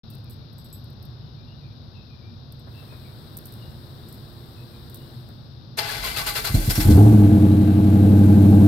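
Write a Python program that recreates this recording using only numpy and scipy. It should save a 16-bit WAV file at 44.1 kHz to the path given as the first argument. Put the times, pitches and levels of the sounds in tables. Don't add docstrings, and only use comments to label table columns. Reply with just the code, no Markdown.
import sys
import numpy as np
from scipy import signal
from scipy.fft import rfft, irfft, next_fast_len
from scipy.io import wavfile
from scipy.ndimage import uniform_filter1d

SR = 44100
rng = np.random.default_rng(int(sys.argv[2]) if len(sys.argv) > 2 else 0)


def dump_mix(stems):
    frames = np.atleast_2d(stems).T
    limited = np.clip(frames, -1, 1)
    pcm = np.round(limited * 32767).astype(np.int16)
    wavfile.write(sys.argv[1], SR, pcm)


N = 382347
T = np.arange(N) / SR
SIZE = next_fast_len(N + SR // 2, True)
FREQS = np.maximum(np.arange(SIZE // 2 + 1) * SR / SIZE, 1)
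ENGAGE_S, CRANK_END_S, CATCH_S, RELEASE_S = 5.771, 6.53, 6.845, 6.86


def from_db(db):
    return 10 ** (np.asarray(db) / 20)


def rms_one(x):
    return x / np.sqrt(np.mean(x ** 2) + 1e-20)


def automation(points):
    return np.interp(T, *np.transpose(points))


def over_hz(points):
    hz, value = np.transpose(points)
    return np.interp(np.log(FREQS), np.log(hz), value)


def drift(rate):
    knots = rng.standard_normal(int(N / SR * rate) + 2)
    return rms_one(np.interp(T * rate, np.arange(len(knots)), knots))


def clicks(times, heights):
    return np.bincount(np.round(np.asarray(times) * SR).astype(int), heights, N)[:N]


def dying(impulses, decay_s):
    return signal.lfilter([1], [1, -np.exp(-1 / (decay_s * SR))], impulses + 1e-18)


def swell(start, rise, hold, decay):
    span = slice(int(start * SR), int((start + rise + hold + 10 * decay) * SR))
    age, level = T[span] - start, np.zeros(N)
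    level[span] = np.clip(age / rise, 0, 1) * np.exp(-np.maximum(age - rise - hold, 0) / decay)
    return level


def resonate(x, modes, order=1):
    out = 0
    for hz, width, db in modes:
        r = np.exp(-np.pi * width / SR)
        section = [(1 - r * r) / 2, 0, (r * r - 1) / 2, 1, -2 * r * np.cos(2 * np.pi * hz / SR), r * r]
        out = out + from_db(db) * signal.sosfilt([section] * order, x + 1e-18)
    return out


def reflections(x, t60):
    age = T[T < t60]
    tail = rng.standard_normal((2, len(age))) * from_db(-60 * age / t60)
    tail /= np.linalg.norm(tail, axis=1, keepdims=True)
    return signal.oaconvolve(np.atleast_2d(x), tail, axes=1)[:, :N]


def underbody(x, echo_db=-10, t60=0.038):
    wet = from_db(echo_db)
    return (x + wet * reflections(x, t60)) / np.hypot(1, wet)


# f/Hz, left-right correlation
CORRELATION = [(100, 0.86), (250, 0.68), (500, 0.67), (1000, -0.11), (2000, 0.02), (4000, 0.77),
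               (12000, -0.1)]
def noise(spectrum):
    octaves_below = np.maximum(np.log2(spectrum[0][0] / FREQS), 0)
    octaves_above = np.maximum(np.log2(FREQS / spectrum[-1][0]), 0)
    gain = from_db(over_hz(spectrum) - 54 * (octaves_below + octaves_above))
    alike = over_hz(CORRELATION)
    mid, side = rfft(rng.standard_normal((2, SIZE)))
    stereo = np.sqrt(1 + alike) * mid + np.sqrt(1 - alike) * side * [[1], [-1]]
    return rms_one(irfft(gain * stereo, SIZE)[:, :N])


# f/Hz, level/dB
TRAFFIC_EQ = [(15, -58), (25, -26), (59, -12.5), (123, -3), (145, -6), (172, -17.5), (237, -14), (270, -22),
              (344, -23), (400, -27.5), (465, -28), (663, -30.5), (1480, -36), (2080, -45), (2200, -47),
              (2860, -43.5), (4840, -120)]
def traffic():
    return from_db(-41 + .5 * drift(5.7)) * noise(TRAFFIC_EQ)


# t/s, first note f/Hz, note count, level/dB
BIRD_PHRASES = [(0.086, 2690, 3, -61), (1.217, 2980, 2, -61), (1.46, 2850, 2, -56.5),
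                (1.93, 2620, 3, -54.5), (2.727, 2670, 3, -53.5), (3.585, 2880, 1, -54.5),
                (4.55, 2640, 2, -57), (4.958, 2900, 1, -58.5)]
def bird(home_hz=2365, pitch_keep=0.128, glide_hz=-65, note_s=0.085, spacing_s=0.14, fade_db=1):
    song, warble_hz = np.zeros(N), 70 * drift(120)
    for s, first_hz, notes, db in BIRD_PHRASES:
        for k in range(round(notes)):
            start = int((s + k * spacing_s) * SR)
            span = slice(start, start + int(note_s * SR))
            along = np.linspace(0, 1, len(song[span]))
            centre_hz = home_hz + (first_hz - home_hz) * pitch_keep ** k
            hz = centre_hz + glide_hz * (along - .5) + warble_hz[span]
            envelope = from_db(db - fade_db * k) * np.sin(np.pi * along)
            song[span] += envelope * np.sin(2 * np.pi * np.cumsum(hz) / SR)
    return from_db(-6) * song + from_db(-1.5) * reflections(song, t60=0.4)


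# t/s, hit level/dB, ring send level/dB, ping send level/dB
TICK_CUES = [(0.102, -44, -78, -72), (0.1446, -52, -82, -70), (0.2972, -41, -68, -69),
             (0.3072, -41, -63, -67), (0.5826, -43, -58, -68), (0.645, -44, -59, -69),
             (0.7276, -41, -45.5, -62), (0.8415, -46, -80, -60), (1.0261, -52, -100, -52),
             (1.052, -51, -88, -53), (2.5212, -47, -74, -72), (2.595, -48, -70, -72), (3.37, -28, -72, -44),
             (3.4555, -36, -74, -56), (3.4694, -40, -78, -56), (3.5224, -40, -69, -68),
             (4.0861, -39, -59, -63), (4.126, -37, -74, -67), (4.8978, -38, -71, -67),
             (4.9446, -30, -69, -54), (5.2879, -46, -76, -72)]
# f/Hz, width/Hz, level/dB
TICK_MODES = [(8000, 18, 41.5), (12250, 11, 45.5), (13100, 50, 26)]
# f/Hz, level/dB
FIZZ_EQ = [(5500, -17), (7000, -13.5), (8900, -0.5), (10500, -12), (12300, 2), (14000, -0.5), (16000, -4.5)]
def ticks(faint_per_s=11, faint_until_s=0.91):
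    s, hit_db, ring_db, ping_db = np.transpose(TICK_CUES)
    faint = (rng.random(N) < faint_per_s / SR) * (T < faint_until_s) * from_db(-52)
    touches = clicks(s, from_db(hit_db)) + faint
    crack = from_db(-7) * dying(touches, decay_s=0.0041)
    jingle = from_db(-23 + 6.5 * drift(250)) * dying(touches, decay_s=0.034)
    ring = resonate(clicks(s, from_db(ring_db + 13)), TICK_MODES[:-1])
    ping = resonate(clicks(s, from_db(ping_db + 20)), TICK_MODES[-1:])
    return (crack + jingle) * underbody(noise(FIZZ_EQ), echo_db=4, t60=0.02) + ring + ping


# t/s, level/dB
KNOCK_CUES = [(2.672, -46.5), (2.826, -49), (2.923, -45), (5.29, -49)]
def knocks():
    s, db = np.transpose(KNOCK_CUES)
    thud = noise([(250, 1), (450, 3), (800, -3), (1500, -4), (2200, -17)])
    return dying(clicks(s, from_db(db)), decay_s=0.025) * thud


def motor_whine(hz, flutter_hz):
    tremolo = from_db(4.8 * drift(60.04))
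    return tremolo * np.sin(2 * np.pi * np.cumsum(hz + flutter_hz * drift(500)) / SR)


# f/Hz, level/dB
PUMP_PARTIALS = [(344.5, -59.5), (409.1, -66), (473.7, -66.5), (613.7, -72.5)]
# f/Hz, level/dB
WHIRR_EQ = [(200, 3), (350, -2.5), (600, -5), (1000, -6.5), (1700, -9.5), (2600, -21.5), (4000, -5)]
def fuel_pump(on_s=2.64, load_s=0.32, free_hz=8900, loaded_hz=7600):
    pressure = 1 - np.exp(-np.maximum(T - on_s, 0) / load_s)
    hum = sum(from_db(db - .5 * drift(7.2)) * np.sqrt(2) * np.sin(2 * np.pi * hz * T + drift(11))
              for hz, db in PUMP_PARTIALS)
    whine = from_db(-79) * motor_whine(free_hz + (loaded_hz - free_hz) * pressure, flutter_hz=38)
    fizz = from_db(-61) * underbody(noise(FIZZ_EQ), echo_db=-6, t60=0.055)
    whirr = from_db(-55) * noise(WHIRR_EQ)
    envelope = from_db(1.2) * swell(on_s, rise=0.14, hold=2.38, decay=0.18)
    return envelope * (hum * pressure + whine + fizz + whirr)


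# t/s, rattle level/dB, hiss level/dB
JOLT_CUES = [(6.538, -33.5, -31), (6.693, -26.5, -24.5), (6.748, -30.5, -31), (6.797, -26, -28),
             (6.896, -34, -33)]
def jolts():
    return sum(from_db([[rattle_db], [hiss_db]]) * swell(s, rise=0.0079, hold=0.012, decay=0.019)
               for s, rattle_db, hiss_db in JOLT_CUES)


# t/s, f/Hz
OVERRUN_PITCH = [(6.56, 4140), (6.62, 4460), (6.68, 5330), (6.8, 5650), (6.95, 5100)]
def starter_overrun(rise_s=0.1):
    start = OVERRUN_PITCH[0][0]
    coasting = from_db(-50) * swell(start, rise_s, hold=RELEASE_S - start - rise_s, decay=0.04)
    kicks = from_db(-10) * jolts()[0]
    return (coasting + kicks) * motor_whine(automation(OVERRUN_PITCH), flutter_hz=80.2)


STROKES = [5.842, 6.023, 6.158, 6.259, 6.349, 6.44]
def stroke_pace():
    lengths = np.diff(STROKES + [CRANK_END_S])
    return lengths.min() / lengths


def crank_accents():
    clash = from_db([[-22.5], [-28.5]]) * swell(ENGAGE_S, rise=0.017, hold=0.0048, decay=0.013)
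    accents = clash + jolts()
    for s, pace in zip(STROKES, stroke_pace()):
        shape = swell(s, rise=0.0093 / pace ** 2.56, hold=0.028, decay=0.02 / pace ** 1.9)
        accents += from_db([[-26], [-30.5]]) * [[pace], [pace ** 1.3]] * shape
    return accents


def starter_drive(inrush_db=10, inrush_s=0.28):
    inrush = np.exp(-np.maximum(T - ENGAGE_S, 0) / inrush_s)
    engaged = swell(ENGAGE_S, rise=0.017, hold=RELEASE_S - ENGAGE_S, decay=0.12)
    return from_db(-37.5 + inrush_db * inrush) * engaged


# multiple, level/dB
MESH_HARMONICS = [(1, 1.5), (2, 1.5), (3, -3)]
def gear_whine(mesh_hz=1417, sag=0.19, rattle_db=5):
    flutter = .018 * drift(900)
    through_stroke = np.interp(T, STROKES + [CRANK_END_S], np.arange(len(STROKES) + 1)) % 1
    pace = np.interp(T, STROKES, stroke_pace())
    hz = mesh_hz * pace ** 0.68 * (1 - sag * np.sin(np.pi * through_stroke ** 1.5))
    phase = 2 * np.pi * np.cumsum(hz * (1 + flutter)) / SR
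    tone = sum(from_db(db + rattle_db * drift(150)) * np.sin(multiple * phase)
               for multiple, db in MESH_HARMONICS)
    return rms_one(tone) * np.clip((CRANK_END_S - T) * 50, 0, 1)


# f/Hz, width/Hz, level/dB
HOUSING_MODES = [(434, 17, -4.5), (683, 39, 0), (828.3, 5.2, 9), (1152, 9.1, 1), (1364, 15, -2.5),
                 (1516, 31, 4.5), (1588, 18, -2), (2053, 34, 5), (2310, 30, 0.5), (2510, 13, -10),
                 (2725, 42, -1.5), (3436, 39, 0), (4100, 200, -2), (4740, 77, -1), (4440, 28, 3.5),
                 (5190, 59, -4)]
# f/Hz, level/dB
GRIND_EQ = [(210, -18), (350, -14), (412, -0.5), (529, -8.5), (752, -3.5), (831, -2), (1210, -3.5),
            (1540, -6), (1680, -3), (2020, -4), (3020, -4.5), (4630, -2.5), (7000, -34), (9100, -40),
            (15400, -120)]
def starter_gears(impacts_per_s=1500):
    accents = crank_accents()[0]
    load = np.hypot(starter_drive(), accents)
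    clank = resonate(clicks([ENGAGE_S + 0.017], [1.0]), HOUSING_MODES)
    teeth = (rng.random((2, N)) < impacts_per_s / SR) * rng.standard_normal((2, N))
    ring = resonate(teeth * load, HOUSING_MODES) / np.std(resonate(teeth, HOUSING_MODES))
    grind = from_db(-4) * load * noise(GRIND_EQ)
    whine = from_db(-9) * accents * gear_whine()
    return clank + from_db(-2.5) * ring + grind + whine


def chuff():
    fade_in = np.interp(T, STROKES[:2], [0, 1])
    breath = noise([(25, -22), (36, 6), (60, -3), (110, -13), (200, -21), (320, -12.5)])
    return from_db(-5) * starter_drive() * fade_in * breath


# t/s, level/dB
EFFORT = [(6.88, -11.5), (6.962, -7.5), (7.34, -11.5), (7.354, -11), (7.728, -14.5), (8.104, -11),
          (8.64, -9.5)]
def effort_db():
    level_db = automation(EFFORT)
    return level_db - level_db[T > CATCH_S].mean()


# f/Hz, level/dB
AIR_EQ = [(3240, -10), (5500, -6.5), (6330, -7.5), (8590, -2), (10400, -4), (12300, 3), (15000, -7),
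          (15800, -9)]
# f/Hz, level/dB
VALVE_EQ = [(560, -42), (950, -1.5), (1060, -20), (1140, 0.5), (1260, -5.5), (1550, -2.5), (1900, -8.5),
            (2460, -8.5), (3610, -12.5), (3880, -8), (6500, -37), (8450, -53), (14300, -120)]
def air_and_valves(rush_rise_s=0.45, rush_fall_s=0.15):
    running = np.clip((T - CATCH_S) * 20 + 1, 0, 1)
    rush = from_db(-31) * np.exp(np.minimum((T - CATCH_S) / rush_rise_s, (CATCH_S - T) / rush_fall_s))
    steady = (1 - running) * from_db(-42.5) + running * from_db(-46 + 0.9 * effort_db())
    flow = np.hypot(rush, steady) * (T > ENGAGE_S)
    air = np.hypot(flow, crank_accents()[1]) * underbody(noise(AIR_EQ))
    flicker = from_db(1.03 * drift(300))
    valves = running * from_db(-45) * noise(VALVE_EQ)
    return flicker * (air + valves)


# t/s, level/dB
COUGH_CUES = [(6.496, -13), (6.542, 1.5), (6.624, -20), (6.677, -4.5), (6.778, -1), (6.852, 1), (7.195, -6),
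              (7.272, -10)]
# f/Hz, width/Hz, level/dB
BOOM_MODES = [(38, 10.6, 45), (94, 67, 40), (184, 35, 31.5), (297, 32, 31), (666, 170, -1)]
# f/Hz, level/dB
PUFF_EQ = [(30, -1), (110, 7), (190, -3), (260, -7.5), (315, 3), (390, -15), (680, -16), (1100, -36)]
def coughs(lowpass_hz=330):
    s, db = np.transpose(COUGH_CUES)
    blasts = clicks(s, from_db(db))
    rounded = signal.sosfilt(signal.butter(2, lowpass_hz, fs=SR, output="sos"), blasts)
    thumps = -resonate(rounded, BOOM_MODES, order=2)
    soft_attack = dying(blasts, 0.0023) / (.002 * SR)
    return thumps + from_db(-21) * dying(soft_attack, decay_s=0.053) * noise(PUFF_EQ)


# t/s, f/Hz
REVS = [(6.85, 62), (7.0, 104), (7.06, 111), (7.16, 104.5), (7.24, 97.5), (7.33, 95.1), (7.72, 95),
        (8.07, 97.7), (8.67, 97.8)]
# level/dB, lateness/firing intervals
CYLINDERS = [(4, -0.049), (-11.5, -0.1), (3, -0.138), (-17, 0.1), (5, -0.0365), (-0.5, -0.093),
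             (4.5, 0.3824), (4.5, -0.1238)]
def firings(flare, cycle_start_s=7.803, stumble_s=7.26, stumble_width_s=0.078, jitter=0.01):
    count = np.cumsum(automation(REVS)) / SR
    count -= np.interp(cycle_start_s, T, count)
    number = np.arange(np.ceil(np.interp(CATCH_S, T, count)), count[-1]).astype(int)
    contrast = 1 - 0.403 * np.interp(number, count, flare)
    cylinder_db, late = np.array(CYLINDERS)[number % len(CYLINDERS)].T * contrast
    stumble = np.exp(-((T - stumble_s) / stumble_width_s) ** 2)
    uneven_db = np.interp(number, count, 0.96 + 1.1 * flare + 3 * stumble)
    time_scatter, level_scatter = uneven_db * rng.standard_normal((len(number), 2)).T
    times = np.interp(number + late + jitter * time_scatter, count, T)
    return times, from_db(cylinder_db + level_scatter)


# f/Hz, width/Hz, level/dB
PIPE_MODES = [(36.2, 21, 11.5), (101.8, 23.9, 40), (154.3, 12.7, 30), (209.4, 29.1, 37.5),
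              (301.5, 19.8, 38), (402.8, 24, 13.5), (448.5, 30, 12.5), (507.7, 8.7, 17.5), (609, 11, 10.5),
              (670, 21.6, 16), (827, 26, 9), (1017, 13, -2), (1136, 13, -4), (1550, 17, -4)]
# f/Hz, width/Hz, level/dB
SURGE_MODES = [(85, 43, 35.5)]
# f/Hz, level/dB
RASP_EQ = [(150, -26), (280, -9), (420, 6.5), (560, -14), (690, -5.5), (850, -6), (1000, -20), (1500, -26),
           (3000, -75)]
def exhaust(flare_s=0.275, flare_fade_s=0.028, rasp_rise_s=0.0008, left_lead_s=0.00022):
    flare = .5 - .5 * np.tanh((T - CATCH_S - flare_s) / (2 * flare_fade_s))
    times, gains = firings(flare)
    pulses = clicks(times, gains)
    surges = clicks(times, from_db(6.5) * np.interp(times, T, flare))
    rumble = -resonate(pulses, PIPE_MODES, order=2) - resonate(surges, SURGE_MODES, order=2)
    cycle_samples = int(SR * len(CYLINDERS) / REVS[-1][1])
    cycle_rms = np.sqrt(uniform_filter1d(rumble ** 2, cycle_samples) + 1e-6)
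    rumble *= from_db(automation(EFFORT) + 0.3) / cycle_rms
    side = np.gradient(rumble) * SR * left_lead_s / 2
    bursts = dying(dying(pulses, rasp_rise_s) / (rasp_rise_s * SR), decay_s=0.014)
    rasp = bursts * from_db(-37.5 + 0.85 * effort_db() + 6.5 * flare) * noise(RASP_EQ)
    return rumble + side * [[1], [-1]] + rasp


def scene():
    bed = traffic()
    ignition = fuel_pump() + knocks()
    engine = exhaust() + coughs() + air_and_valves()
    cranking = starter_gears() + chuff() + starter_overrun()
    return bed + bird() + ticks() + ignition + cranking + engine


# f/Hz, level/dB
MIC_HISS_EQ = [(1500, -51), (2300, -34), (3200, -16), (3750, -5), (4400, -9), (5200, -10.5), (6000, -25.5),
               (7200, -53), (10500, -39), (12300, -23.5), (14000, -32), (16000, -43)]
# f/Hz, left minus right level/dB
PAN_CURVE = [(100, -0.4), (200, 1.5), (340, -1), (700, 0.5), (1300, 2.5), (2400, 6), (4400, 15.5),
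             (8100, 17), (10500, -0.5), (12500, -10), (16000, 1)]
def record(dry, ceiling=0.95, stopband_hz=16500):
    pan = from_db(over_hz(PAN_CURVE) * [[.5], [-.5]])
    pan /= np.sqrt(np.mean(pan ** 2, axis=0))
    hiss = from_db([[-55], [-62]]) * noise(MIC_HISS_EQ)
    ports = irfft(rfft(dry + hiss, SIZE) * pan, SIZE)[:, :N]
    rounded = ports / (1 + (ports / ceiling) ** 8) ** (1 / 8)
    fade_in = np.clip((T - .033) / .005, 0, 1)
    return signal.sosfilt(signal.cheby2(16, 70, stopband_hz, fs=SR, output="sos"), rounded * fade_in)


dry = scene()
out = record(dry)
dump_mix(out)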